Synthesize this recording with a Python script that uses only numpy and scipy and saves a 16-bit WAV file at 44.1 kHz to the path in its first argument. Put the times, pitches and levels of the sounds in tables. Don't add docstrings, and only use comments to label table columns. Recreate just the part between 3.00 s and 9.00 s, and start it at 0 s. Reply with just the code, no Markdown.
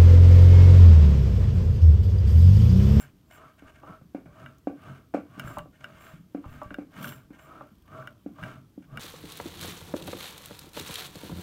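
import sys
import numpy as np
from scipy import signal
from scipy.fft import rfft, irfft, next_fast_len
from scipy.io import wavfile
from scipy.ndimage import map_coordinates

SR = 44100
rng = np.random.default_rng(int(sys.argv[2]) if len(sys.argv) > 2 else 0)


def persist_wave(psi):
    counts = np.round(np.clip(psi, -1, 1) * 32767).astype(np.int16)
    wavfile.write(sys.argv[1], SR, np.atleast_2d(counts).T)


N = 264423

# top speed t/s, run-up/s, run-down/s, whirr/dB, scrape/dB, gear rumble/dB
SHUTTLE_STROKES = [(0.01, 0.27, .11, -62, -55, -51.5), (0.44, .15, .12, -53, -62.5, -63),
                   (0.688, 0.098, 0.11, -60, -65, -71), (0.90, 0.1, 0.11, -47, -60, -55.5),
                   (1.41, 0.12, 0.19, -53, -60, -50), (1.891, 0.14, 0.15, -50.5, -56.5, -47.5),
                   (2.48, 0.2, .17, -48, -52.5, -45), (2.86, 0.075, 0.14, -57, -60, -50.5),
                   (3.08, 0.25, 0.14, -56.5, -55.5, -58.5), (3.559, 0.18, .21, -58, -58, -49.5),
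                   (4.015, .10, 0.21, -47.5, -49, -44), (4.53, 0.16, 0.19, -49.5, -60.5, -57),
                   (4.965, 0.099, .18, -46.5, -58.5, -47), (5.455, .105, 0.16, -47.5, -52, -42.5),
                   (5.99, 0.098, .10, -46.5, -56.5, -40)]
# f/Hz, width/Hz, level/dB
PLATE_PEAKS = [(620, 70, 8), (1050, 190, 0), (1400, 50, 10.5), (1574, 61, 12.5), (1854, 61, 4.5),
               (2112, 85, 3), (2303, 220, 1.5), (2732, 81, 1.5), (2957, 97, 0.5), (3370, 130, -6.5),
               (3690, 160, -10), (5020, 1060, -17.5), (6380, 1000, -14), (9000, 1360, -18)]
# f/Hz, level/dB, t60/s
BASE_MODES = [(186.7, -19.5, 0.15), (288, -1.5, 0.075), (537, -4.5, 0.029), (736, -4, 0.027),
              (1526, -25, 0.039)]
# f/Hz, level/dB, t60/s
CARRIER_MODES = [(578, -10, 0.018), (606.6, -5.5, 0.09), (807, -1, 0.018), (1054, -7.5, 0.058),
                 (1153, -8.5, 0.16), (1235, 5, 0.0093), (1347, -14, 0.051), (2280, -26, 0.015),
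                 (2780, -32, 0.18)]


def amp(db):
    return 10 ** (np.asarray(db) / 20)


def unit(x):
    return x / np.sqrt(np.mean(x ** 2) + 1e-20)


def along(points, hz):
    points_hz, values = np.transpose(points)
    return np.interp(np.log(hz + 1), np.log(points_hz + 1), values)


def filtered(x, response):
    size = next_fast_len(len(x) + SR // 4)
    return irfft(rfft(x, size) * response(np.fft.rfftfreq(size, 1 / SR)), size)[:len(x)]


def coloured(x, spectrum):
    return unit(filtered(x, lambda hz: amp(along(spectrum, hz))))


def resonate(x, peaks):
    def response(hz):
        body = sum((-1) ** k * amp(db) * 1j * hz * width_hz / (peak_hz**2 - hz**2 + 1j * hz * width_hz)
                   for k, (peak_hz, width_hz, db) in enumerate(peaks))
        low_skirt = 1 + (peaks[0][0] / 2 / (hz + 1)) ** 4
        high_skirt = 1 + (hz / peaks[-1][0] / 2) ** 8
        return body / np.sqrt(low_skirt * high_skirt)
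    return unit(filtered(x, response))


def friction(rate_hz, rough_db):
    grip = map_coordinates(rng.standard_normal(N // 8), [np.arange(N) * rate_hz / SR], mode="wrap")
    return unit(rng.standard_normal(N) * amp(rough_db * grip))


def gliding(centre_hz, width_hz):
    flutter = signal.hilbert(filtered(rng.standard_normal(N), lambda hz: 1 / (1 + (hz / width_hz) ** 2)))
    return unit(np.real(flutter * np.exp(2j * np.pi * np.cumsum(centre_hz) / SR)))


def swell(passes, levels_db, drop_db, power, idle_db=-120):
    t = np.arange(N) / SR
    energy = np.full(N, amp(idle_db) ** 2)
    for (peak_s, up_s, down_s), db in zip(passes, levels_db):
        away = np.maximum((peak_s - t) / up_s, (t - peak_s) / down_s)
        near = away < 3
        energy[near] += amp(db - drop_db * away[near] ** power) ** 2
    return 10 * np.log10(energy)


def since_top_speed():
    t, peaks_s = np.arange(N) / SR, np.transpose(SHUTTLE_STROKES)[0]
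    midpoints_s = (peaks_s[1:] + peaks_s[:-1]) / 2
    return t - peaks_s[np.searchsorted(midpoints_s, t)]


def fade(t, t60_s):
    return np.exp(-np.log(1000) * t / t60_s)


def ring(modes, t, attack_s, scatter_db, tilt_db_oct=0):
    hz, db, t60_s = np.transpose(modes)[:, :, None]
    octaves = np.log2(hz / hz[np.argmax(db)])
    db = db + scatter_db * rng.standard_normal(db.shape) + tilt_db_oct * octaves
    sign = (-1) ** np.arange(len(modes))[:, None]
    partials = sign * amp(db) * np.sin(2 * np.pi * hz * t) * fade(t, t60_s)
    return partials.sum(axis=0) * (1 - np.exp(-t / attack_s))


def add(track, start_s, sound):
    part = track[round(start_s * SR):][:len(sound)]
    part += sound[:len(part)]


def in_room(x, wet_db, delay_s=0.0048):
    # f/Hz, t60/s
    decay = [(100, 0.46), (300, 0.24), (1000, 0.12), (3000, 0.1), (12000, 0.044)]
    hz, t, noise = signal.stft(rng.standard_normal(len(x)), SR, nperseg=256)
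    tail = signal.istft(noise * fade(t, along(decay, hz)[:, None]), SR, nperseg=256)[1]
    tail = np.pad(tail / np.linalg.norm(tail), (round(delay_s * SR), 0))
    return x + amp(wet_db) * signal.fftconvolve(x, tail)[:len(x)]


def room_air():
    # f/Hz, relative level/dB
    spectrum = [(20, -53), (30, -21), (42, 1), (70, 6.5), (150, -5), (300, -1), (500, -17), (1500, -25),
                (3000, -27), (5000, -28.5), (10500, -33.5), (12500, -29.5), (16000, -34)]
    return amp(-61.5) * coloured(rng.standard_normal(N), spectrum)


def gears():
    # f/Hz, width/Hz, level/dB
    gear_peaks = [(65, 26, -23), (99.8, 11, -2.5), (138, 6.7, 4), (184, 7.9, -4), (241, 25.3, -7),
                  (310.4, 11.8, -11.5), (409, 35, -20)]
    lag_s = 0.013
    hum_hz, sag_hz_per_s = 138, 153
    strokes = np.array(SHUTTLE_STROKES)
    passes = strokes[:, :3] + [lag_s, 0, 0]
    level_db = swell(passes, strokes[:, 5], drop_db=13.7, power=1.16, idle_db=-68.5)
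    hum = amp(-6.5) * gliding(hum_hz - sag_hz_per_s * since_top_speed(), width_hz=11)
    rumble = resonate(friction(rate_hz=46, rough_db=1.5), gear_peaks)
    return amp(level_db) * (rumble + hum)


def shuttle():
    # f/Hz, width/Hz, level/dB
    race_peaks = [(291, 136, -6.5), (639, 13.7, 4.5), (733, 54, -9), (1012, 75, -8), (1138, 50, -1.5),
                  (1244, 77, -4.5), (1510, 77, -6), (1533, 146, -13.5)]
    # f/Hz, relative level/dB
    grit_spectrum = [(400, 5), (1000, 5), (3000, 2), (4200, -4.5), (9000, -17), (11000, -12), (15000, -11)]
    song_hz, rise_hz_per_db, climb_hz_per_s = 1293, 6, 900
    strokes = np.array(SHUTTLE_STROKES)
    whirr_db = swell(strokes[:, :3], strokes[:, 3], drop_db=21, power=1.4, idle_db=-85)
    scrape_db = swell(strokes[:, :3], strokes[:, 4], drop_db=19.9, power=2.4, idle_db=-87)
    whirr = amp(whirr_db) * resonate(friction(rate_hz=240, rough_db=2.5), race_peaks)
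    pitch_hz = song_hz + rise_hz_per_db * (whirr_db - whirr_db.max())
    pitch_hz += climb_hz_per_s * since_top_speed()
    song = amp(whirr_db - 3.5) * gliding(pitch_hz, width_hz=75)
    plate = amp(scrape_db) * resonate(friction(rate_hz=210, rough_db=2.5), PLATE_PEAKS)
    grit = amp(scrape_db - 6.5) * coloured(friction(rate_hz=270, rough_db=2.5), grit_spectrum)
    return whirr + song + plate + grit


def needle_bar():
    # top speed t/s, run-up/s, run-down/s, hiss/dB, ring/dB
    strokes = [(0.01, 0.063, .07, -56.5, -56.5), (0.355, 0.096, .06, -64.5, -65.5),
               (2.47, 0.045, .2, -61, -62), (3.03, 0.08, 0.23, -65.5, -68), (3.52, 0.096, .15, -70, -76),
               (4.08, 0.13, .15, -52, -57), (4.44, 0.12, 0.095, -69.5, -72), (5.0, .12, 0.11, -77, -83),
               (5.44, 0.078, .14, -85, -89)]
    # f/Hz, width/Hz, level/dB
    hiss_peaks = [(9050, 550, -13), (13400, 900, -8), (13900, 1200, -23), (14400, 420, -3.5)]
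    # f/Hz, width/Hz, level/dB
    bar_peaks = [(5270, 180, -16), (7475, 100, -0.5), (8310, 120, -20.5), (9670, 160, -11)]
    passes = [row[:3] for row in strokes]
    hiss_db, ring_db = (swell(passes, db, drop_db=29, power=1.5) for db in np.transpose(strokes)[3:])
    hiss = amp(hiss_db) * resonate(friction(rate_hz=400, rough_db=2.0), hiss_peaks)
    bar = amp(ring_db) * resonate(friction(rate_hz=98, rough_db=2.5), bar_peaks)
    return hiss + bar


def table_thuds():
    # t/s, level/dB, f/Hz
    bumps = [(0.137, -47, 159), (0.644, -45, 97), (0.896, -37, 158), (1.014, -39.5, 170),
             (1.261, -37.5, 150), (2.447, -28.5, 115), (2.578, -28, 140), (3.136, -37, 162),
             (3.198, -40.5, 179), (3.461, -30, 77), (3.66, -33.5, 89), (3.975, -35.5, 200),
             (4.006, -34, 175), (4.06, -39.5, 243), (4.256, -47, 144), (4.716, -44, 184),
             (5.421, -31, 138.5), (5.472, -46, 131), (5.925, -32.5, 137)]
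    out, t = np.zeros(N), np.arange(SR // 2) / SR
    for start_s, db, hz in bumps:
        onset = np.tanh(t / 0.0014) ** 2
        bump = np.sin(2 * np.pi * hz * t) * fade(t, t60_s=0.047) * onset
        add(out, start_s, amp(db) * in_room(bump, wet_db=-4))
    return out


def feed_scuffs():
    # t/s, level/dB, length/s
    rubs = [(0.3, -56, 0.15), (0.573, -59, 0.087), (0.663, -55.5, 0.053), (0.738, -59, 0.079),
            (2.726, -62, 0.072), (2.791, -59.5, 0.064), (4.327, -58.5, 0.084), (4.385, -59.5, 0.13),
            (4.871, -60, .02), (5.816, -62.5, 0.052)]
    t, force = np.arange(N) / SR, np.zeros(N)
    for start_s, db, length_s in rubs:
        force += amp(db) * np.interp(t - start_s, [0, 0.0089, length_s / 2, length_s], [0, 1, 1, 0])
    return force * resonate(friction(rate_hz=170, rough_db=4), PLATE_PEAKS)


def base_knocks():
    # t/s, level/dB, hardness/(dB/octave), rattle re knock/dB
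    reversals = [(0.622, -38.5, -7, -18), (1.012, -44.5, -3, -21), (1.147, -20.5, -4.5, -26),
                 (1.257, -47, 2, -7), (1.671, -16.5, -0.5, -29), (2.139, -27.5, 4, -10.5),
                 (2.145, -15.5, 2, -24), (2.376, -39.5, -34, -10.5), (3.3474, -19.8, -5, -29.5),
                 (3.711, -32.5, -13, -15.5), (3.785, -23, -5.5, -23.5), (4.305, -35.5, -11, -22),
                 (5.261, -23.5, -9, -34), (5.777, -28, -11.5, -42)]
    # f/Hz, relative level/dB
    rattle_spectrum = [(200, -4.5), (500, 4), (800, 0), (950, -8.5), (1500, -1), (1900, -16), (2300, -7.5),
                       (3000, -24), (4000, -28.5), (8000, -33.5), (12000, -41.5)]
    out, t = np.zeros(N), np.arange(SR // 2) / SR
    small_box = signal.butter(2, 95, "highpass", fs=SR, output="sos")
    for start_s, db, hardness, rattle_db in reversals:
        wood = ring(BASE_MODES, t, attack_s=0.00068, scatter_db=0.6, tilt_db_oct=hardness)
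        steel = ring(CARRIER_MODES, t, attack_s=0.005, scatter_db=0.6, tilt_db_oct=10)
        rattle = coloured(rng.standard_normal(len(t)), rattle_spectrum) * fade(t, t60_s=0.23)
        blow = wood + amp(hardness - 22.5) * steel + amp(rattle_db) * rattle
        radiated = amp(db) * signal.sosfilt(small_box, blow)
        add(out, start_s, in_room(radiated, wet_db=-15, delay_s=0.022))
    return out


def carrier_clacks():
    # t/s, level/dB, share to the base/dB
    catches = [(0.834, -38.5, -5.5), (2.5703, -26, -18.5), (2.577, -42, -3), (2.657, -52, 9.5),
               (3.442, -41, -15), (3.452, -42.5, -5), (3.6164, -32, -9.5), (3.627, -58, 17),
               (4.609, -37, -3), (4.877, -56, -9), (5.386, -40.5, -21.5)]
    out, t = np.zeros(N), np.arange(SR // 2) / SR
    for start_s, db, base_db in catches:
        steel = ring(CARRIER_MODES, t, attack_s=0.00033, scatter_db=2.5)
        wood = amp(base_db) * ring(BASE_MODES, t, attack_s=0.00049, scatter_db=2.5)
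        add(out, start_s, amp(db) * in_room(steel + wood, wet_db=-8))
    return out


def linkage_clicks():
    # t/s, ring/dB, tick/dB, hardness/(dB/octave)
    contacts = [(1.258, -46.5, -68, -13), (1.4606, -36, -60, -2), (1.584, -84, -55, 3.5),
                (2.3961, -30.5, -36.5, 4), (2.401, -59, -46, -2), (2.4742, -33, -65, -8.5),
                (2.585, -53, -38, 2), (2.5895, -41, -63, 2.5), (2.8375, -46, -70, -8),
                (2.8426, -33.5, -48.5, 3), (3.633, -68, -49, -8), (3.7055, -34.5, -69, -7),
                (3.7426, -35.5, -47.5, 2), (4.043, -30.5, -38.5, -1.5), (4.072, -36, -61, -3),
                (4.122, -38.5, -56, 1), (5.024, -42.5, -65, -10.5), (5.0732, -34, -48, -0.5),
                (5.428, -36, -61, -2), (5.436, -32.5, -46, 0.5), (5.9728, -35, -41, 4)]
    # f/Hz, level/dB, t60/s
    rod_modes = [(588, -23, 0.29), (1235, 6, 0.0064), (1464, 1.5, 0.034), (1607, -1, 0.028),
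                 (1986, -12.5, 0.029), (2295, -13.5, 0.051), (2792, -7, 0.03), (3000, -2.5, 0.0078),
                 (3660, -19.5, 0.027), (5200, -19, 0.012)]
    out, t = np.zeros(N), np.arange(SR // 2) / SR
    tick_envelope = fade(t, t60_s=0.0067) + amp(-20) * fade(t, t60_s=0.076)
    for start_s, ring_db, tick_db, hardness in contacts:
        rod = amp(ring_db) * ring(rod_modes, t, attack_s=0.00068, scatter_db=3, tilt_db_oct=hardness)
        tick = amp(tick_db) * rng.standard_normal(len(t)) * tick_envelope
        add(out, start_s, in_room(rod + tick, wet_db=-15.5))
    return out


def thread_rasp():
    # t/s, level/dB
    pull = [(3.9, -81.5), (3.98, -71), (4.03, -44.5), (4.07, -47), (4.11, -53.5), (4.16, -69),
            (4.26, -79.5)]
    # f/Hz, width/Hz, level/dB
    rasp_peaks = [(3160, 370, 8), (5350, 450, -3.5), (5900, 530, -3), (7270, 130, -30), (8500, 440, -3.5),
                  (9900, 1300, -10), (12770, 720, 3.5), (13600, 500, -15.5), (14600, 280, -2)]
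    level_db = np.interp(np.arange(N) / SR, *np.transpose(pull))
    return amp(level_db) * resonate(friction(rate_hz=250, rough_db=6), rasp_peaks)


def scene():
    air = room_air()
    blows = base_knocks() + carrier_clacks() + linkage_clicks() + table_thuds()
    rubbing = gears() + shuttle() + needle_bar() + thread_rasp() + feed_scuffs()
    return (blows + rubbing + air)[None]


def record(dry):
    top_hz = 15780
    return np.array([filtered(channel, lambda hz: hz < top_hz) for channel in dry])


dry = scene()
out = record(dry)
persist_wave(out)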